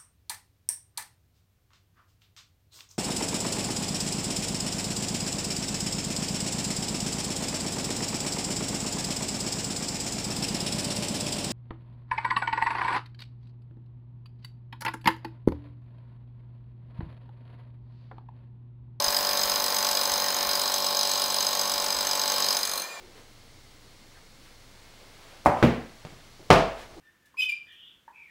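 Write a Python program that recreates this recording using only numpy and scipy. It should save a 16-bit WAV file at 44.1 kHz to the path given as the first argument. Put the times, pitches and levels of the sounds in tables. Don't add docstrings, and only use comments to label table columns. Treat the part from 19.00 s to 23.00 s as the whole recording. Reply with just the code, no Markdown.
import sys
import numpy as np
from scipy import signal
from scipy.fft import rfft, irfft, next_fast_len
from scipy.io import wavfile
from scipy.ndimage import uniform_filter1d

SR = 44100
rng = np.random.default_rng(int(sys.argv[2]) if len(sys.argv) > 2 else 0)


def wav_record(signal):
    frames = np.transpose(np.atleast_2d(signal))
    bounded = np.clip(frames, -1, 1)
    quanta = np.round(bounded * 32767).astype(np.int16)
    wavfile.write(sys.argv[1], SR, quanta)


N = 176400
T = np.arange(N) / SR
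BLOW_HZ, BLOWS_PER_TURN = 48.18, 6
CRUNCH_S, TOOL_WET_DB = 0.009, -0.5


def from_db(db):
    return 10 ** (np.asarray(db) / 20)


def unit_rms(x):
    return x / np.sqrt(np.mean(x ** 2) + 1e-20)


def curve(rows, t=T):
    return np.interp(t, *np.transpose(rows))


def drift(rate_hz):
    knots = rng.standard_normal(4000)
    return unit_rms(np.interp(T * rate_hz, np.arange(len(knots)), knots))


def colour(x, spectrum):
    size = next_fast_len(N + SR // 10)
    size += size % 2
    hz, db = np.transpose(spectrum)
    bin_hz = np.maximum(np.arange(size // 2 + 1) * SR / size, 1)
    cepstrum = irfft(np.log(from_db(np.interp(np.log(bin_hz), np.log(hz), db))))
    cepstrum[1:size // 2] *= 2
    cepstrum[size // 2 + 1:] = 0
    return unit_rms(irfft(rfft(x, size) * np.exp(rfft(cepstrum)))[:N])


def resonate(x, hz, width_hz):
    radius = np.exp(-np.pi * width_hz / SR)
    feedback = [1, -2 * radius * np.cos(2 * np.pi * hz / SR), radius ** 2]
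    return signal.lfilter(np.array([1, 0, -1]) * (1 - radius ** 2) / 2, feedback, x + 1e-18)


def clicks(times, db):
    train = np.zeros(N)
    inside = (times >= 0) & (times < (N - 1) / SR)
    train[(times[inside] * SR).astype(int)] = from_db(db)[inside]
    return train


def bursts(train, length_s, rise_s=0.0016):
    t = T[:SR // 20]
    shape = (1 - np.exp(-t / rise_s)) ** 1.6 * np.exp(-(t / length_s) ** 2)
    power = signal.fftconvolve(train ** 2, shape / shape.sum())[:N]
    return np.sqrt(np.maximum(power, 0)) * rng.standard_normal(N)


def room(x, wet_db, t60_s=0.54, treble_t60_s=0.46, treble_hz=4900, onset_s=.003):
    t, noise = T[:SR], rng.standard_normal(SR)
    low = signal.sosfiltfilt(signal.butter(2, treble_hz, fs=SR, output="sos"), noise)
    tail = low * from_db(-60 * t / t60_s) + (noise - low) * from_db(-60 * t / treble_t60_s)
    tail *= t > onset_s
    echoes = signal.fftconvolve(x, tail / np.linalg.norm(tail))[:N]
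    wet = from_db(wet_db)
    return (x + wet * echoes) / np.hypot(1, wet)


# time_s, rotor_hz
ROTOR_SPEED = [(0, 298.9), (3.79, 297.2), (3.85, 299.6), (3.92, 304), (4, 295)]
# time_s, level_db
WHINE_LEVEL = [(0, -52), (3.79, -50), (3.85, -42), (4, -46.5)]
# rotor_multiple, level_db
WHINE_PARTIALS = [(6, -6), (16, -11), (24, -10)]
# freq_hz, density_db
FAN_SPECTRUM = [(40, -27), (600, 4), (1200, 2), (2400, -6), (4200, -4), (6300, -11), (7200, -7),
                (8200, -14), (15000, -30)]


def motor(flutter=0.0014, shimmer_db=1.5, whine_multiple=8, throb_hz=14.5, throb_from_s=3.81):
    phase = 2 * np.pi * np.cumsum(curve(ROTOR_SPEED) * (1 + flutter * drift(120))) / SR
    whine = from_db(shimmer_db / 2 * drift(40)) * np.sin(whine_multiple * phase)
    whine *= np.where(T > throb_from_s, abs(np.sin(np.pi * throb_hz * (T - throb_from_s))), 1)
    for multiple, db in WHINE_PARTIALS:
        whine += from_db(db + shimmer_db * drift(40)) * np.sin(multiple * phase)
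    fan = from_db(-43.5) * colour(rng.standard_normal(N), FAN_SPECTRUM)
    return np.sqrt(2) * from_db(curve(WHINE_LEVEL)) * whine + fan


# time_s, level_db
RUMBLE_LEVEL = [(1.4, -67), (1.65, -93), (3, -66), (3.9, -91)]


def rumble(lumpy_db=4):
    lumps = rng.standard_normal(N) * from_db(lumpy_db * drift(13))
    return from_db(curve(RUMBLE_LEVEL)) * colour(lumps, [(15, -18), (50, 16), (160, -21), (800, -53)])


# time_s, lag_s
CYCLE_LAG = [(0, 0.00036), (1.0, -0.0053), (2.4, -.0029), (3.55, -0.0023), (3.75, -.0013), (3.83, -0.00073)]
# time_s, gain_db
PISTON_LOAD = [(0, -0.5), (1.45, -1.7), (2.8, -3.5), (3.35, -2), (3.56, -4), (3.63, -12), (3.8, -11),
               (3.9, -28)]
# time_s, gain_db
BLOW_FORCE = [(0, 0), (1.0, -1), (2.1, -1), (3.15, -0.9), (3.45, -0.5), (3.76, -4), (3.83, -6), (3.87, -49)]
# blow_rate_multiple, gain_db
HOUSING_TONES = [(2, -24), (3, -25), (4, -17), (5, -18.5), (6, -18.5), (8, -15.5), (10, -15.5), (11, -12.5),
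                 (12, -2), (13, -14), (14, -11.5), (15, -7), (16, -8.5), (17, -15), (18, -2.5), (19, -9.5),
                 (20, -11.5), (21, -5.5), (22, -6.5), (23, -6.5)]
# freq_hz, density_db
RATTLE_SPECTRUM = [(100, -13.5), (280, -12), (520, 1.5), (800, -4), (1100, 2.5), (1400, -5.5),
                   (2000, -15.5), (3000, -10), (8000, -16.5)]


def housing(times, lead_s=0.001537, gap_s=.007, waver=0.12, buzz_db=-33, rattle_db=-38):
    cycle_phase = 2 * np.pi * BLOW_HZ * (T - curve(CYCLE_LAG) + lead_s)
    buzz = 0
    for multiple, db in HOUSING_TONES:
        gain = from_db(db) * (1 + waver * drift(9))
        pair_phase = np.angle(1 + np.exp(-2j * np.pi * multiple * BLOW_HZ * gap_s))
        scatter = rng.standard_normal() + waver * drift(9)
        buzz += gain * np.cos(multiple * cycle_phase + pair_phase + scatter)
    buzz = from_db(buzz_db + curve(PISTON_LOAD)) * unit_rms(buzz)
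    knock_times = np.concatenate([times, times + gap_s]) - lead_s
    knocks = clicks(knock_times, curve(BLOW_FORCE, knock_times))
    rattle = colour(bursts(knocks, length_s=0.0027), RATTLE_SPECTRUM)
    return buzz + from_db(rattle_db) * room(rattle, TOOL_WET_DB)


def steel_contact(times, modes, level, jitter_s, wet_db, spread_db=.8):
    lateness, strength = rng.standard_normal((2, len(times)))
    hits = clicks(times + jitter_s * lateness, curve(PISTON_LOAD, times) + spread_db * strength)
    ring = sum((-1) ** k * from_db(db) * resonate(resonate(hits, hz, width_hz), hz, width_hz)
               for k, (hz, width_hz, db) in enumerate(modes))
    return room(unit_rms(ring) * from_db(curve(level)), wet_db)


# pitch_hz, width_hz, gain_db
STRIKER_MODES = [(3097, 540, -3.5), (3830, 230, 1.5), (4128, 240, 5), (4987, 690, 2.5)]
# time_s, level_db
STRIKER_LEVEL = [(0, -39.5), (1.3, -37), (2.1, -32.5), (2.601, -35.5), (3.15, -37), (3.45, -31), (3.6, -48)]


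def striker(times):
    return steel_contact(times, STRIKER_MODES, STRIKER_LEVEL, jitter_s=.00003, wet_db=4)


def stone_grain(count, memory=0.46):
    feedback = np.r_[1, np.zeros(BLOWS_PER_TURN - 1), -memory]
    grain = signal.lfilter([1], feedback, rng.standard_normal(count))
    return np.clip(unit_rms(grain), -2, 1)


# start_s, force_db
HARD_BLOWS = [(0.081, 0.5), (0.433, 4.5), (0.557, 4), (0.911, 4), (1.117, 2.5), (1.615, 1), (1.739, 3.5),
              (1.99, 1), (2.114, 1.5), (2.218, 4), (2.342, 5), (2.405, 4), (2.466, 2), (2.799, -1.5),
              (2.903, 0.5), (3.069, 3), (3.277, 3), (3.298, 1), (3.485, 1.5), (3.63, 3)]
# pitch_hz, width_hz, gain_db
BIT_MODES = [(4030, 550, -9.5), (5005, 102, 0.5), (6347, 127, -4), (7822, 76, -8.5), (9410, 105, -12),
             (11240, 61, -15), (13070, 70, -13), (14980, 75, -22)]
# time_s, gain_db
LOOSENING = [(3.55, 0), (3.78, -8)]
# freq_hz, density_db
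CRUNCH_SPECTRUM = [(300, -10.5), (700, 4), (2400, -3.5), (3300, 14), (4400, 13.5), (7000, -13), (10500, -8),
                   (12300, -9), (15000, -12)]
# pitch_hz, level_db
SHANK_MODES = [(4170, -43), (9245, -48.5), (14140, -48)]
# time_s, gain_db
SHANK_TAPS = [(1.8, -2.5), (3.1, -7), (3.5, -5), (3.8, 5), (3.87, -30)]


def bit(beats, blow_spread_db=2.67, mode_spread_db=4, ring_db=-29.5, crunch_db=-41):
    times, count = beats.copy(), len(beats)
    force_db = curve(BLOW_FORCE, times) + blow_spread_db * stone_grain(count)
    for start_s, hard_db in HARD_BLOWS:
        nearest = np.argmin(abs(beats - start_s))
        times[nearest], force_db[nearest] = start_s, hard_db
    hits = clicks(times, np.zeros(count))
    blow_index = np.maximum(np.searchsorted(times, T) - 1, 0)
    ring = 0
    for hz, width_hz, mode_db in BIT_MODES:
        mode = resonate(bursts(hits, length_s=0.0023, rise_s=.003), hz, width_hz)
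        is_strongest = hz == BIT_MODES[1][0]
        seat_db = is_strongest * curve(LOOSENING, times) + mode_spread_db * stone_grain(count)
        energy = np.bincount(blow_index, mode ** 2, count)
        gain = from_db(force_db + mode_db + seat_db) / np.sqrt(energy + energy.mean() / 10)
        ring += mode * uniform_filter1d(gain[blow_index], size=32)
    crunch = colour(bursts(clicks(times, force_db), CRUNCH_S, rise_s=.002), CRUNCH_SPECTRUM)
    tap_db = curve(SHANK_TAPS, times) + mode_spread_db * stone_grain(count)
    taps = clicks(times, tap_db) * rng.choice([-1, 1], N)
    shank = sum(from_db(db) * unit_rms(resonate(taps, hz, width_hz=52)) for hz, db in SHANK_MODES)
    return room(from_db(ring_db) * unit_rms(ring) + from_db(crunch_db) * crunch + shank, wet_db=-6.5)


# time_s, level_db
GRIND_LEVEL = [(0, -39), (1.5, -38), (1.8, -44.5), (3.3, -40.5)]


def grind(times, hz=1320, width_hz=1470):
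    spray = bursts(clicks(times, curve(BLOW_FORCE, times)), CRUNCH_S)
    band = resonate(resonate(spray, hz, width_hz), hz, width_hz)
    return from_db(curve(GRIND_LEVEL)) * unit_rms(room(band, TOOL_WET_DB))


# pitch_hz, width_hz, gain_db
RETURN_MODES = [(5040, 340, -1.5), (14600, 2100, -4)]
# time_s, level_db
RETURN_LEVEL = [(0, -38.5), (1.7, -41), (3.2, -43.5), (3.5, -40)]


def striker_return(times, delay_s=.0145):
    return steel_contact(times + delay_s, RETURN_MODES, RETURN_LEVEL, jitter_s=.00005, wet_db=1)


# start_s, peak_db
BASS_BUMPS = [(.072, -40), (.448, -45), (1.115, -45), (1.402, -54), (1.47, -48), (2.755, -53), (2.959, -48)]


def bumps(pitch_hz=55.4, rise_s=0.0074):
    bass = np.zeros(N)
    for start_s, peak_db in BASS_BUMPS:
        age = np.maximum(T - start_s, 0)
        envelope = age / rise_s * np.exp(1 - age / rise_s)
        bass += from_db(peak_db) * envelope * np.sin(2 * np.pi * pitch_hz * age)
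    return bass


def scene():
    even_beats = np.arange(int(N / SR * BLOW_HZ) + 1) / BLOW_HZ
    times = even_beats + curve(CYCLE_LAG, even_beats)
    hammer = striker(times) + striker_return(times) + bit(times) + grind(times) + housing(times)
    return (hammer + motor() + rumble() + bumps())[None]


def record(dry, cutoff_hz=15650):
    return signal.sosfilt(signal.ellip(12, .1, 90, cutoff_hz, fs=SR, output="sos"), dry)


dry = scene()
out = record(dry)
wav_record(out)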